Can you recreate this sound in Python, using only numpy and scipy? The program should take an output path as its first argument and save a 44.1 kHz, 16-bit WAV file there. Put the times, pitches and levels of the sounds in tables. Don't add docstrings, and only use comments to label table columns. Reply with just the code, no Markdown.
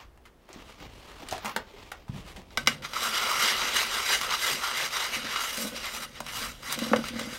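import sys
import numpy as np
from scipy import signal
from scipy.fft import rfft, irfft, next_fast_len
from scipy.io import wavfile
from scipy.ndimage import uniform_filter1d, map_coordinates

SR = 44100
rng = np.random.default_rng(int(sys.argv[2]) if len(sys.argv) > 2 else 0)


def digitize_waveform(pressure):
    field = np.atleast_2d(pressure).T
    bounded = np.clip(field, -1, 1)
    quanta = np.round(bounded * 32767).astype(np.int16)
    wavfile.write(sys.argv[1], SR, quanta)


N = 325458
TIME = np.arange(N) / SR
SWELL_STEEPNESS = 2.07
TOP_HZ = 15780


def amp(db):
    return 10 ** (np.asarray(db) / 20)


def unit(x):
    return x / np.sqrt(np.mean(x ** 2) + 1e-20)


def along(points, hz):
    f, value = np.transpose(points)
    return np.interp(np.log(hz + 1), np.log(f + 1), value)


def filtered(x, response):
    m = next_fast_len(x.shape[-1] + SR // 2)
    spectrum = rfft(x, m) * response(np.fft.rfftfreq(m, 1 / SR))
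    return irfft(spectrum, m)[..., :x.shape[-1]]


def coloured(x, points):
    return filtered(x, lambda f: amp(along(points, f)))


def modes(table, damping=1):
    def response(f):
        total = 0
        for k, (hz, width, db) in enumerate(table):
            drive = 1j * f * width
            total = total + (-1) ** k * amp(db) * drive / (hz * hz - f * f + drive * damping)
        return total
    return response


def below(hz):
    return lambda f: 1 / (1 + 1j * f / hz * np.sqrt(2) - (f / hz) ** 2) ** 2


def above(hz):
    return lambda f: (f / hz) ** 4 * below(hz)(f)


def wobble(rate):
    return map_coordinates(rng.standard_normal(int(N * rate / SR) + 4), [TIME * rate])


def grit(spread_db, clump_db):
    rank = np.minimum(rng.exponential(size=N), 5)
    clumps = wobble(30) + wobble(160)
    return unit(amp(spread_db * rank + clump_db * clumps) * rng.standard_normal(N))


def patchy(x, depth_db):
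    z = signal.stft(x, nperseg=512)[2]
    field = uniform_filter1d(rng.standard_normal(z.shape), 6, 0)
    field = unit(uniform_filter1d(field, 10, 1))
    return signal.istft(z * amp(depth_db * field), nperseg=512)[1][:N]


def swells(rows):
    middle, length, db, *over = np.transpose(rows)
    coarse = TIME[::32]
    offset = 2 * (coarse - middle[:, None]) / length[:, None]
    power = (1 + offset ** 2) ** -SWELL_STEEPNESS
    return [np.interp(TIME, coarse, np.sqrt(amp(2 * (db + part)) @ power)) for part in [0, *over]]


def add(out, s, db, x):
    at = round(s * SR)
    out[at:at + len(x)] += (amp(db) * x / np.abs(x).max())[:N - at]


# time in seconds, level in dB before the random wobble.
STOVE_RUMBLE = [(0.0, -56.5), (.5, -61), (.82, -53), (2.03, -57.5), (2.35, -50.5), (2.94, -58), (3.9, -55),
                (5.24, -58), (6.47, -56), (7.38, -56)]
# frequency in Hz, relative density in dB per Hz.
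AIR_SPECTRUM = [(60, -21), (150, 1.5), (400, -0.5), (900, -6.5), (1600, -12), (3000, -20), (6000, -26),
                (15800, -28)]
HISS_DB = -62


def air():
    rumble = unit(filtered(rng.standard_normal(N), lambda f: below(75)(f) * above(24)(f)))
    hiss = unit(coloured(rng.standard_normal(N), AIR_SPECTRUM))
    rumble_db = np.interp(TIME, *np.transpose(STOVE_RUMBLE)) + 2.1 * wobble(10)
    return amp(rumble_db) * rumble + amp(HISS_DB) * hiss


# frequency in Hz, relative density in dB per Hz.
CLOTH_SPECTRUM = [(59, -28), (100, -9.5), (193, -6.5), (405, -5), (511, -6), (673, -7.5), (1190, -4.5),
                  (1500, -9.5), (2840, -9), (15800, -31.5)]
# middle in seconds, length in seconds, rustle in dB,
# treble over the rustle in dB, body over the rustle in dB.
CLOTH_MOVES = [(0, 0.073, -49, -12, -21), (.27, 0.04, -58, -13, -0.5), (.57, 0.093, -45.5, -13, -5.5),
               (.7, 0.11, -46.5, -19, -4), (.84, 0.09, -46, -12, -1.5), (.97, 0.2, -54, -28, -0.5),
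               (1.12, 0.26, -47, -17, -4.5), (1.23, 0.045, -55, -6, 7), (1.33, 0.12, -40, -18, -7.5),
               (1.48, 0.14, -43, -8, -8), (1.67, 0.27, -61, -22, -5), (1.82, 0.25, -48.5, -14.5, -2.5),
               (2.0, 0.068, -56, -9, 1), (2.18, 0.085, -44.5, -18, -3), (2.3, 0.072, -44, -25, -4.5),
               (2.39, 0.054, -47, -15, 4.5), (2.54, .1, -50.5, -20.5, 2)]


def rustle():
    level, treble_level, body_level = swells(CLOTH_MOVES)
    drag = coloured(patchy(grit(spread_db=3, clump_db=1.5), depth_db=0.7), CLOTH_SPECTRUM)
    body, treble = filtered(drag, below(1480)), filtered(drag, above(9000))
    middle = drag - body - treble
    return level * unit(middle) + treble_level * unit(treble) + body_level * unit(body)


# start in seconds, peak in dB, centre in Hz,
# treble over the peak in dB, t60 of the crumbling in seconds.
STEP_SNAPS = [(0.175, -44, 1260, -29, 0.037), (0.254, -40.5, 1510, -40, 0.077),
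              (0.49, -35, 635, -65, 0.034), (0.53, -37, 5460, 0, 0.038), (0.681, -51, 2400, -12, 0.039),
              (0.801, -38, 1790, -19, 0.05), (1.222, -34, 600, -28, 0.084), (1.287, -24, 3500, -18, 0.022),
              (1.311, -27, 3770, -7, 0.018), (1.325, -18, 650, -37, 0.033), (1.339, -38, 600, -6, 0.011),
              (1.38, -29, 1500, -6, 0.018), (1.447, -20.5, 915, -25, 0.15), (1.458, -22, 2500, -16, 0.024),
              (1.494, -25, 1350, -40, 0.026), (1.5631, -11.5, 1000, -29, 0.029),
              (1.917, -23.5, 1360, -49, 0.038), (2.081, -36, 930, -29, 0.08),
              (2.362, -33.5, 1950, -15, 0.12)]
# start in seconds, peak in dB, frequency in Hz, t60 in seconds.
BOOT_THUDS = [(.499, -45, 359, .06), (.56, -37.5, 244, 0.019), (0.865, -41, 113, 0.041),
              (1.233, -37, 300, 0.012), (1.321, -38, 92, 0.072), (1.446, -40, 209, 0.24),
              (1.566, -37.5, 211, 0.038), (1.739, -42, 420, 0.072), (2.095, -24.5, 139, 0.054),
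              (2.117, -45, 150, 0.038), (2.146, -38, 194, 0.1), (2.379, -39.5, 185, 0.05)]


def steps():
    out, t = np.zeros(N), np.arange(SR // 4) / SR
    shape = (len(STEP_SNAPS), len(t))
    grains = rng.standard_normal(shape) * amp(4.16 * rng.exponential(size=shape))
    for (s, db, hz, treble_db, t60_s), burst in zip(STEP_SNAPS, grains):
        burst = burst * (amp(-60 * t / t60_s) + 0.5 * amp(-60 * t / 0.0033))
        add(out, s, db, filtered(burst, modes([(hz, .55 * hz, 0)])))
        add(out, s, db + treble_db, filtered(burst, lambda f: above(1600)(f) * below(10000)(f)))
    for s, db, hz, t60_s in BOOT_THUDS:
        envelope = amp(-60 * t / t60_s) * (1 - np.exp(-t / 0.0015))
        add(out, s, db, envelope * np.sin(2 * np.pi * hz * t))
    return out


# frequency in Hz, t60 in seconds.
TENT_DECAY = [(150, 0.39), (1200, 0.19), (5000, 0.15), (15000, 0.042)]


def tent(x):
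    hz, t, z = signal.stft(rng.standard_normal(SR // 3), SR, nperseg=256)
    decay = amp(-60 * t / along(TENT_DECAY, hz)[:, None])
    tail = signal.istft(z * decay, SR, nperseg=256)[1]
    return signal.fftconvolve(np.pad(x, (200, 0)), tail / np.linalg.norm(tail))[:N]


# mode in Hz, width under the hand in Hz, relative level in dB.
PAN_WALL = [(1536, 50, -1), (2030, 190, -1.5), (2290, 43, -6.5), (2864, 71, -1), (3275, 48, -17.5),
            (3760, 44, -5), (3980, 230, -5.5), (4820, 86, -0.5), (5606, 123, -2.5), (6010, 280, -9),
            (6520, 110, -6), (7080, 54, -7.5), (7480, 210, -9.5), (8090, 100, -8), (8480, 210, -9.5),
            (8960, 160, -16), (9290, 95, -11), (9570, 49, -12), (9700, 67, -11), (10490, 60, -9.5),
            (11040, 40, -14), (11550, 120, -10.5), (11900, 80, -15), (12650, 120, -11), (13200, 80, -20),
            (14100, 310, -14), (15950, 160, -14.5)]
# resonance in Hz, width at damping 1 in Hz, relative level in dB.
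MITTEN_HOLLOW = [(1170, 570, 2.5), (1410, 218, 7)]
# start in seconds, body peak in dB, treble over it in dB,
# hollow over it in dB.
LUMP_BLOWS = [(2.506, -43, -23, -3), (2.5735, -13.5, -3, -5), (2.661, -32, -4, -10),
              (2.6728, -5.5, -4, -8.5), (2.821, -43, -14, -20), (2.8484, -26, -12, -1),
              (2.9342, -25, -2, 0), (4.2128, -23, 7, 4), (5.36, -20, -10, 0.5), (6.2038, -31.5, 11, 0),
              (6.2647, -31, 3, 0), (6.6307, -38, 1, 2), (6.6972, -27, -13, -10), (6.7251, -27, 17.5, 1),
              (6.7895, -26.5, 9, -1), (6.9611, -21, -4, -7), (7.0404, -30, -10, 4), (7.0844, -27, 5, -6),
              (7.1945, -26, 4, -2)]
SOFT_HZ = 3100
CRUMBLE_T60_S = .03


def blows():
    out, t = np.zeros(N), np.arange(SR // 4) / SR
    crumble = amp(-60 * t / CRUMBLE_T60_S) * (1 - np.exp(-t / 0.00013))
    push = rng.standard_normal((len(LUMP_BLOWS), len(t))) * crumble
    push[:, 12] += amp(24)
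    crack = amp(-13.5) * filtered(push, above(880))
    ring = filtered(push, modes(PAN_WALL, damping=.55)) + crack
    bodies = filtered(ring, lambda f: below(6500)(f) / (1 + 1j * f / SOFT_HZ))
    trebles = filtered(ring, above(5600))
    hollows = filtered(push, modes(MITTEN_HOLLOW, damping=0.98))
    for (s, db, treble_db, hollow_db), body, treble, hollow in zip(LUMP_BLOWS, bodies, trebles, hollows):
        add(out, s, db, body)
        add(out, s, db + treble_db, treble)
        add(out, s, db + hollow_db, hollow)
    return out


# frequency in Hz, relative density in dB per Hz.
CRUNCH_SPECTRUM = [(150, -115), (350, -4), (800, -4), (1800, -0.5), (3300, 1), (5000, -5), (6800, -9.5),
                   (10000, -15), (15800, -23)]
# middle in seconds, length in seconds, crunch in dB,
# treble over the crunch in dB, hollow under the mitten over the crunch in dB.
LUMP_STROKES = [(2.85, 0.032, -36.5, -14, -2.5), (2.97, 0.029, -38.5, -10, 5), (3.05, 0.11, -31, -7, -3),
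                (3.17, 0.095, -28.5, -12, -6), (3.29, 0.16, -30, -9, 0.5), (3.46, 0.16, -24.5, -11, -8),
                (3.64, 0.11, -28, -12.5, -3), (3.79, 0.15, -25.5, -11.5, -9.5), (3.97, 0.12, -30.5, -9, -2),
                (4.12, .1, -24.5, -9, -17), (4.24, .04, -32.5, -11, -4), (4.32, 0.082, -30, -13.5, 0),
                (4.47, 0.18, -28.5, -7.5, -9), (4.66, 0.094, -31, -10, 0.5), (4.81, 0.11, -29, -10, -12),
                (5.0, 0.16, -30.5, -10, -3.5), (5.15, 0.049, -30.5, -9.5, -17), (5.3, 0.22, -34, -15, -5.5),
                (5.45, 0.15, -34, -7.5, -4.5), (5.6, .12, -35.5, -0.5, -6.5), (5.68, 0.031, -42, -1, -6),
                (5.77, 0.036, -34.5, -11, -12), (5.86, 0.096, -34.5, -10, -7.5),
                (5.96, 0.063, -37, -3.5, -2.5), (6.03, 0.047, -39.5, -6, -3), (6.17, .06, -44.5, -16, -9),
                (6.29, 0.029, -38, -9, -4), (6.38, 0.069, -38.5, -2.5, -1.5), (6.43, .1, -35, -4.5, -5.5),
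                (6.64, 0.03, -45, -21, -4), (6.72, 0.087, -35, -8, -8.5), (6.86, 0.2, -40, -8, -5),
                (7.07, 0.085, -40.5, -8, -10), (7.2, 0.093, -38, -12, -11), (7.35, 0.11, -40, -8.5, -6)]
TOUCH_S = 2.821
SCATTER_DB, SCATTER_T60_S = -23, 0.25
SCATTER_TREBLE_DB, SCATTER_HOLLOW_DB = -13, -8.5


def scrub():
    start_s, peak_db = np.transpose(LUMP_BLOWS)[:2]
    after = TIME - start_s[:, None]
    settling = amp(-60 * np.abs(after) / SCATTER_T60_S) * (after > 0)
    scatter = amp(peak_db + SCATTER_DB) @ settling
    levels = (TIME > TOUCH_S) * np.array(swells(LUMP_STROKES))
    levels = levels + scatter * amp([[0], [SCATTER_TREBLE_DB], [SCATTER_HOLLOW_DB]])
    crunch_level, treble_level, hollow_level = levels
    rub, breaks = grit(spread_db=2.5, clump_db=1.63), grit(spread_db=4.5, clump_db=0.6)
    wall = unit(filtered(rub, modes(PAN_WALL)))
    direct = unit(coloured(breaks, CRUNCH_SPECTRUM))
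    sound = patchy(wall + amp(-2.0) * direct, depth_db=1.6)
    body, treble = unit(filtered(sound, below(5440))), unit(filtered(sound, above(5950)))
    hollow = unit(patchy(filtered(rub, modes(MITTEN_HOLLOW)), depth_db=1.5))
    return crunch_level * body + treble_level * treble + hollow_level * hollow


# mode in Hz, width at damping 1 in Hz, relative level in dB.
PAN_BOTTOM = [(231, 11, 0), (335, 35, -19), (508, 16, -4), (592, 24, -7), (622, 14, -8), (860, 90, -22),
              (1030, 80, -22), (1495, 9, -9)]
# mode in Hz, width in Hz, relative level in dB.
STOVE_PLATE = [(145, 45, 7), (156.3, 17.6, 8.5)]
# middle in seconds, length in seconds, bottom chatter in dB,
# plate drone over the chatter in dB.
PAN_SHIFTS = [(2.7, 0.21, -51, 8.5), (3.5, 1, -49.5, -12), (4.2, .3, -48.5, -7.5), (4.54, 0.058, -39, -10),
              (4.85, 0.13, -47.5, -10), (5.22, 0.18, -44, -9), (5.66, .2, -40.5, -20),
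              (6.05, 0.55, -50.5, -15), (6.4, 0.26, -49, -1), (6.97, 0.45, -43, -4), (7.27, 0.14, -41, -8)]


def rocking():
    chatter_level, plate_level = swells(PAN_SHIFTS)
    chatter = unit(filtered(grit(spread_db=5, clump_db=3.5), modes(PAN_BOTTOM, damping=2.5)))
    plate = unit(filtered(grit(spread_db=-1.0, clump_db=2.5), modes(STOVE_PLATE)))
    started = TIME > LUMP_BLOWS[1][0]
    return started * (chatter_level * chatter + plate_level * plate)


# start in seconds, peak of the two lowest modes in dB,
# upper bottom modes over it in dB, crack over it in dB.
PAN_KNOCKS = [(2.576, -35, 1, 13), (2.674, -27.5, 1.5, 4), (5.166, -34, -21, -5), (5.603, -37, 1.5, -8),
              (6.205, -38.5, 0, 14.5), (6.777, -32, -6, -12), (6.819, -22.5, -8, -28),
              (6.864, -32, -15, -1), (6.9154, -18, -8, -17), (6.9336, -23.5, 9, 15), (6.9601, -29, 8, 1),
              (6.9868, -26, -9, -9), (7.106, -36, -15, -16), (7.136, -30, -21, -15), (7.158, -31.5, -6, -4),
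              (7.211, -32.5, 2.5, -6), (7.271, -30, -16, -17)]


def knocks():
    out, t = np.zeros(N), np.arange(SR // 2) / SR
    push = (1 + 1.4 * rng.standard_normal((len(PAN_KNOCKS), len(t)))) * amp(-60 * t / 0.0016)
    crack = push + 0.66 * rng.standard_normal(push.shape) * amp(-60 * t / 0.04)
    lows = filtered(push, lambda f: modes(PAN_BOTTOM[:2], damping=1.8)(f) * above(140)(f))
    uppers = filtered(push, modes(PAN_BOTTOM[2:], damping=2.7))
    dulls = filtered(crack, lambda f: above(450)(f) * below(1900)(f))
    for (s, db, upper_db, crack_db), low, upper, dull in zip(PAN_KNOCKS, lows, uppers, dulls):
        add(out, s, db, low)
        add(out, s, db + upper_db, upper)
        add(out, s, db + crack_db, dull)
    return out


def scene():
    far = steps()
    hits = blows() + knocks()
    answer = tent(amp(-15) * hits + amp(-7.5) * far)
    return (air() + rustle() + far + hits + answer + scrub() + rocking())[None]


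def record(dry):
    return filtered(dry, lambda hz: hz < TOP_HZ)


dry = scene()
out = record(dry)
digitize_waveform(out)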